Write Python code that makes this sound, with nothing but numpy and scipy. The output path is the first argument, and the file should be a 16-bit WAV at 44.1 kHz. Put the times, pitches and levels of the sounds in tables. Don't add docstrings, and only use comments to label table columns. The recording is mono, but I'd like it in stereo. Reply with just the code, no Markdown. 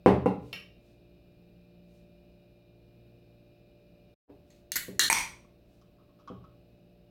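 import sys
import numpy as np
from scipy import signal
from scipy.fft import rfft, irfft
from scipy.io import wavfile
from scipy.ndimage import uniform_filter1d, minimum_filter1d

SR = 44100
rng = np.random.default_rng(int(sys.argv[2]) if len(sys.argv) > 2 else 0)


def file_out(sig):
    cols = np.atleast_2d(sig).T
    lim = np.clip(cols, -1, 1)
    pcm = np.round(lim * 32767).astype(np.int16)
    wavfile.write(sys.argv[1], SR, pcm)


N = 313110
TIME = np.arange(N) / SR
FREQS = np.arange(N // 2 + 1) * SR / N


def undb(db):
    return 10 ** (np.asarray(db) / 20)

def over_pitch(rows, hz):
    points, values = np.transpose(rows)
    return np.interp(np.log(hz + 1), np.log(points), values)

def unit(x):
    return x / np.sqrt(np.sum(x ** 2))

def add(track, s, x):
    start = int(s * SR)
    track[start:start + len(x)] += x[:N - start]

def ramp(start_s, length_s):
    return np.clip((TIME - start_s) / length_s, 0, 1)

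def shortest_click(db):
    cepstrum = irfft(db * np.log(10) / 20)
    half = len(cepstrum) // 2
    cepstrum[1:half] *= 2
    cepstrum[half + 1:] = 0
    return irfft(np.exp(rfft(cepstrum)))

def noise(gain):
    return unit(irfft(gain * rfft(rng.standard_normal(N)), N)) * np.sqrt(N)

def waver(rate_hz):
    return noise(1 / (1 + (FREQS / rate_hz) ** 4))

def noise_all_around(gain, mic_spacing_m=0.14):
    alike = np.sinc(2 * FREQS * mic_spacing_m / 343) * .95
    mid = irfft(gain * np.sqrt(1 + alike) * rfft(rng.standard_normal(N)), N)
    side = irfft(gain * np.sqrt(1 - alike) * rfft(rng.standard_normal(N)), N)
    return unit(np.array([mid + side, mid - side])) * np.sqrt(2 * N)

def place(x, lag_s, pan_db):
    left = irfft(rfft(x) * np.exp(-2j * np.pi * FREQS * lag_s), N)
    return np.array([left * undb(pan_db / 2), x * undb(-pan_db / 2)])

# (frequency [Hz], ring time [s])
ROOM_RING = [(100, 0.92), (300, 0.26), (800, 0.36), (2500, 0.39), (6000, 0.35), (14000, 0.3)]
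# (delay [s], gain [ratio], extra delay on the left [s])
WALL_ECHOES = [(0.012, 0.12, 0.01), (0.019, 0.09, -0.0079), (0.041, 0.081, 0.017)]
def room(x, build_s=0.0014):
    wash = noise_all_around(np.ones(len(FREQS)))[:, :SR]
    hz, t, cells = signal.stft(wash, SR, nperseg=256)
    ring_s = over_pitch(ROOM_RING, hz)[:, None]
    tail = signal.istft(cells * np.exp(-np.log(1000) * t / ring_s), SR)[1][:, :SR]
    build_up = 1 - np.exp(-(TIME[:SR] / build_s) ** 2)
    tail = unit(tail * build_up) * np.sqrt(2)
    for delay, gain, lag in WALL_ECHOES:
        tail[0, int((delay + lag) * SR)] += gain
        tail[1, int(delay * SR)] += gain
    return signal.fftconvolve(x[None], tail, axes=1)[:, :N]

def body(colour, notes, size=32768):
    hz = np.arange(size // 2 + 1) * SR / size
    peaks = sum(undb(db) ** 2 / (1 + ((hz - pitch) * 2 * np.pi * ring_s / np.log(1000)) ** 2)
                for pitch, db, ring_s in notes)
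    return shortest_click(over_pitch(colour, hz) + 10 * np.log10(1 + peaks))

def strike(blows, response, lag_s, pan_db, size=4096):
    hz = np.arange(size // 2 + 1) * SR / size
    direct, to_room = np.zeros(N), np.zeros(N)
    for s, db, scrape_s, scrape_db, brightness, room_db in blows:
        slips = rng.standard_normal(size) * rng.exponential(size=size)
        force = undb(scrape_db) * unit(slips * np.exp(-(TIME[:size] / scrape_s) ** 4))
        force[0] += 1
        contact = shortest_click(brightness * np.log2(np.hypot(hz, 300)))
        sound = signal.fftconvolve(signal.fftconvolve(force, contact), response)
        sound = -undb(db) * unit(sound) * np.sqrt(SR / 100)
        add(direct, s, sound)
        add(to_room, s, sound * undb(room_db))
    return place(direct, lag_s, pan_db) + room(to_room)


# (multiple of its turning speed [number], relative level [dB])
HUM_TONES = [(1, -72.5), (2, -67), (3, -67), (4, -81.5), (5, -77), (6, -69.5), (7, -82), (8, -77),
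             (10, -69), (11, -80.5), (12, -83.5), (41, -82)]
# (pitch [Hz], half width [Hz], relative level [dB])
CASING_WHINE = [(2432, 270, -85.5), (2584, 83, -79.5), (2870, 59.06, -83.5), (3757, 109, -84),
                (4050, 430, -82), (5040, 200, -88)]
# (hum [dB], whine [dB], left over right [dB], left delay [s])
FRIDGE_SPOTS = [(2.03, 1, -3.5, .00035), (0.41, -2, -3, .00025)]
def fridge(turns_hz=58.66, drift=0.00027, waver_db=3, wander_db=0.4, move_s=4.2):
    turns = np.cumsum(turns_hz * (1 + drift * waver(1.3))) / SR
    hum = 0
    for multiple, db in HUM_TONES:
        swell = undb(db + waver_db * waver(0.91) / np.hypot(1, multiple / 5))
        hum = hum + swell * np.sqrt(2) * np.sin(2 * np.pi * (round(multiple) * turns + rng.random()))
    whine = sum(undb(db) * noise_all_around(1 / (1 + ((FREQS - hz) / width) ** 2))
                for hz, width, db in CASING_WHINE)
    before, after = (undb(hum_db) * place(hum, lag_s, pan_db) + undb(whine_db) * whine
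                     for hum_db, whine_db, pan_db, lag_s in FRIDGE_SPOTS)
    return np.where(TIME < move_s, before, after) * undb(wander_db * waver(.8))

# (frequency [Hz], relative level [dB])
BACKGROUND_COLOUR = [(25, -2.5), (55, 3), (90, -5.5), (180, -0.5), (300, -7.5), (500, -11.5), (720, -13),
                     (950, -26.5), (1600, -24.5), (2000, -29.5), (4500, -31), (7000, -42), (10000, -41),
                     (15000, -33.5)]
def background(level_db=-62, waver_db=.4, pan_db=-1.5):
    swell = undb(level_db + waver_db * waver(1.5))
    rush = noise_all_around(undb(over_pitch(BACKGROUND_COLOUR, FREQS))) * swell
    return rush * undb(np.array([[pan_db], [-pan_db]]) / 2)

# (time [s], level [dB], scrape length [s], scrape over click [dB], brightness [dB/octave], echo [dB])
KNOCKS = [(.0612, -10, 0.036, -11.5, 1.5, 2), (.2595, -19, 0.007, 2, 1.5, 1.5),
          (4.28, -42.5, 0.029, 2, 0, -3.5), (4.883, -42.5, .008, -2, -7, 6),
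          (6.301, -41.5, .016, -2, -5, 3.5)]
# (frequency [Hz], relative level [dB])
WOOD_COLOUR = [(35, -31.5), (75, -12), (150, -9), (250, -2.5), (400, 0), (650, -6.5), (1000, -11),
               (1400, -20.5), (2200, -25.5), (4000, -40), (7000, -55), (11000, -56), (16000, -72.5)]
# (pitch [Hz], height above the colour [dB], ring time [s])
WOOD_NOTES = [(70.95, 10.5, 0.3), (122.3, 9, 0.23), (185.6, 10.5, 0.21), (237.6, 3, 0.6), (289, 11.5, 0.23),
              (389, 6.5, 0.29), (422, 6, 0.17), (467, 3.5, 0.1), (518.7, 1.5, 0.14), (614, 6.5, 0.22),
              (817.7, 6, 0.18), (1029, 4.5, .2)]
def table_knocks():
    return strike(KNOCKS, body(WOOD_COLOUR, WOOD_NOTES), lag_s=.00013, pan_db=0.74)

# (time of the peak [s], level [dB])
SWISHES = [(.49, -67), (.89, -75), (1.96, -74), (4.55, -72), (5.75, -76)]
# (frequency [Hz], relative level [dB])
SKIN_COLOUR = [(500, -10), (2000, -3), (4500, -2), (8000, -8), (15000, -13)]
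def hand_swishes(half_length_s=0.076):
    swell = sum(undb(db) * np.exp(-((TIME - s) / half_length_s) ** 2) for s, db in SWISHES)
    return swell * noise_all_around(undb(over_pitch(SKIN_COLOUR, FREQS)))

# (time [s], level [dB], scrape length [s], scrape over click [dB], brightness [dB/octave], echo [dB])
CLINKS = [(.5291, -33, 0.0055, 3.4, 0.062, 1.13)]
# (frequency [Hz], relative level [dB])
GLASS_COLOUR = [(200, -15), (1200, -13), (2000, -3), (2800, 0), (3800, -9), (5200, -11), (6400, -20),
                (8800, -35), (10300, -24), (16000, -29)]
# (pitch [Hz], height above the colour [dB], ring time [s])
GLASS_NOTES = [(2552, 3, .06), (2790, 3, .06), (3176, 5, .06), (4194, 3, .06), (5216, 3, .04),
               (10300, 6, .01)]
def jar_clink():
    return strike(CLINKS, body(GLASS_COLOUR, GLASS_NOTES), lag_s=.00025, pan_db=1.6)

# (time [s], level [dB], scrape length [s], scrape over click [dB], brightness [dB/octave], echo [dB])
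CRACKS = [(4.504, -63, 0.0022, 5, 1.29, 3), (4.7192, -27, 0.0027, -2, 2.4, -4),
          (4.9942, -9, 0.0032, 5, 0.75, -1)]
# (frequency [Hz], relative level [dB])
LID_COLOUR = [(100, -14.5), (700, -10.5), (1200, -5.5), (1800, -1.5), (2600, 0.5), (4800, 0.5), (7000, -3),
              (9500, -5.5), (16000, -14)]
# (pitch [Hz], height above the colour [dB], ring time [s])
LID_NOTES = [(1760, 9.2, .012), (2830, 9.3, 0.023), (3880, 8.9, 0.031), (3950, 10.42, 0.022),
             (4240, 13, 0.024), (6420, 7.3, 0.022), (7326, 8, 0.022)]
def lid_cracks():
    return strike(CRACKS, body(LID_COLOUR, LID_NOTES), lag_s=0.00014, pan_db=1.5)

# (frequency [Hz], relative level [dB])
GAS_COLOUR = [(100, -9.5), (800, -20), (1200, -10.5), (1800, 6), (2800, -6), (4000, -2), (5200, -9.5),
              (7000, -2.5), (9000, -7.5), (11500, -1), (16000, -7)]
def gas_puff(time_s=4.7578, level_db=-24, rise_s=.003, hold_s=.0115, fade_s=.035):
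    sputter_db, room_db = 2, -4
    fading_for_s = np.maximum(TIME - time_s - hold_s, 0)
    flow = ramp(time_s - rise_s, rise_s) ** 2 * np.exp(-np.log(1000) * fading_for_s / fade_s)
    hiss = noise(undb(over_pitch(GAS_COLOUR, FREQS)))
    puff = hiss * undb(level_db + sputter_db * waver(600)) * flow
    return place(puff, lag_s=.00016, pan_db=.8) + undb(room_db) * room(puff)

# (time [s], level [dB], scrape length [s], scrape over click [dB], brightness [dB/octave], echo [dB])
SNAPS = [(5.1006, -13, .001, -1, -.6, 1.5)]
# (frequency [Hz], relative level [dB])
CAN_COLOUR = [(100, -5), (550, -6), (900, 2), (1500, -2), (2300, 8.5), (3300, -12.5), (6000, 1),
              (9000, -3.5), (11500, -2.5), (16000, -15)]
# (pitch [Hz], height above the colour [dB], ring time [s])
CAN_NOTES = [(915, 15, .03), (1025, 11, .03), (2200, 7, .02), (2430, 10, .04), (3930, 8, .03),
             (6600, 6, .015), (8650, 7, .008)]
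def lid_snap():
    return strike(SNAPS, body(CAN_COLOUR, CAN_NOTES), lag_s=0.00011, pan_db=-1.5)

# (time [s], level [dB], scrape length [s], scrape over click [dB], brightness [dB/octave], echo [dB])
FLICKS = [(5.1283, -12, .002, -1, 1, -3.5)]
# (pitch [Hz], height above the colour [dB], ring time [s])
FLICK_NOTES = [(1008, 18.5, 0.012), (2355, 13, 0.017), (5880, 10.8, .008), (8760, 6, 0.0051)]
def tab_spring():
    return strike(FLICKS, body(LID_COLOUR, FLICK_NOTES), lag_s=.000136, pan_db=1)

# (time [s], level [dB], scrape length [s], brightness [dB/octave])
FINGER_TOUCHES = [(5.445, -62.5, .01, 1), (5.815, -63.5, .012, 4.5), (5.985, -64, 0.039, -4),
                  (6.09, -68, .03, -2), (6.19, -59, 0.036, 1.5), (6.276, -40.5, 0.018, -1.5),
                  (6.441, -53, .015, -2.5)]
# (frequency [Hz], relative level [dB])
TAB_COLOUR = [(100, -19), (700, -19), (1200, 0), (1900, -21), (3100, -11), (4200, -22), (5300, -22),
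              (8000, -35), (16000, -50)]
# (pitch [Hz], height above the colour [dB], ring time [s])
TAB_NOTES = [(1114, 12, 0.042), (1288, 11.6, 0.053), (2970, 2.5, 0.041)]
def tab_fiddling(as_strong_as_click_s=.003, room_db=-3):
    scrapes = [(s, db, length_s, 10 * np.log10(length_s / as_strong_as_click_s), brightness, room_db)
               for s, db, length_s, brightness in FINGER_TOUCHES]
    return strike(scrapes, body(TAB_COLOUR, TAB_NOTES), lag_s=.00018, pan_db=-2.0)


def scene():
    table_and_jar = table_knocks() + jar_clink()
    can = lid_cracks() + lid_snap() + tab_spring() + tab_fiddling() + gas_puff()
    return table_and_jar + can + hand_swishes() + fridge() + background()

def limiter(x, ceiling=.9, recover_db_per_s=120, size=129):
    over_db = 20 * np.log10(np.maximum(np.abs(x).max(axis=0) / ceiling, 1))
    ahead_db = -minimum_filter1d(-over_db, size)
    recovery_db = recover_db_per_s * TIME
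    cut_db = np.maximum.accumulate(ahead_db + recovery_db) - recovery_db
    return x * undb(-uniform_filter1d(cut_db, size))

# (time [s], length [s], depth [dB], fall [s], rise [s])
LEVEL_DIPS = [(4.14, 0.16, -52, 0.0091, .036), (5.089, .0112, -17.5, 0.0071, 0.0033)]
def record(dry, bottom_hz=35, top_hz=16200):
    dip_db = sum(db * (ramp(s, fall) - ramp(s + length - rise, rise))
                 for s, length, db, fall, rise in LEVEL_DIPS)
    rumble_cut = signal.butter(2, bottom_hz, "high", fs=SR, output="sos")
    treble_cut = signal.ellip(10, .2, 80, top_hz, fs=SR, output="sos")
    x = signal.sosfilt(rumble_cut, dry * undb(dip_db))
    return signal.sosfilt(treble_cut, limiter(x))


dry = scene()
out = record(dry)
file_out(out)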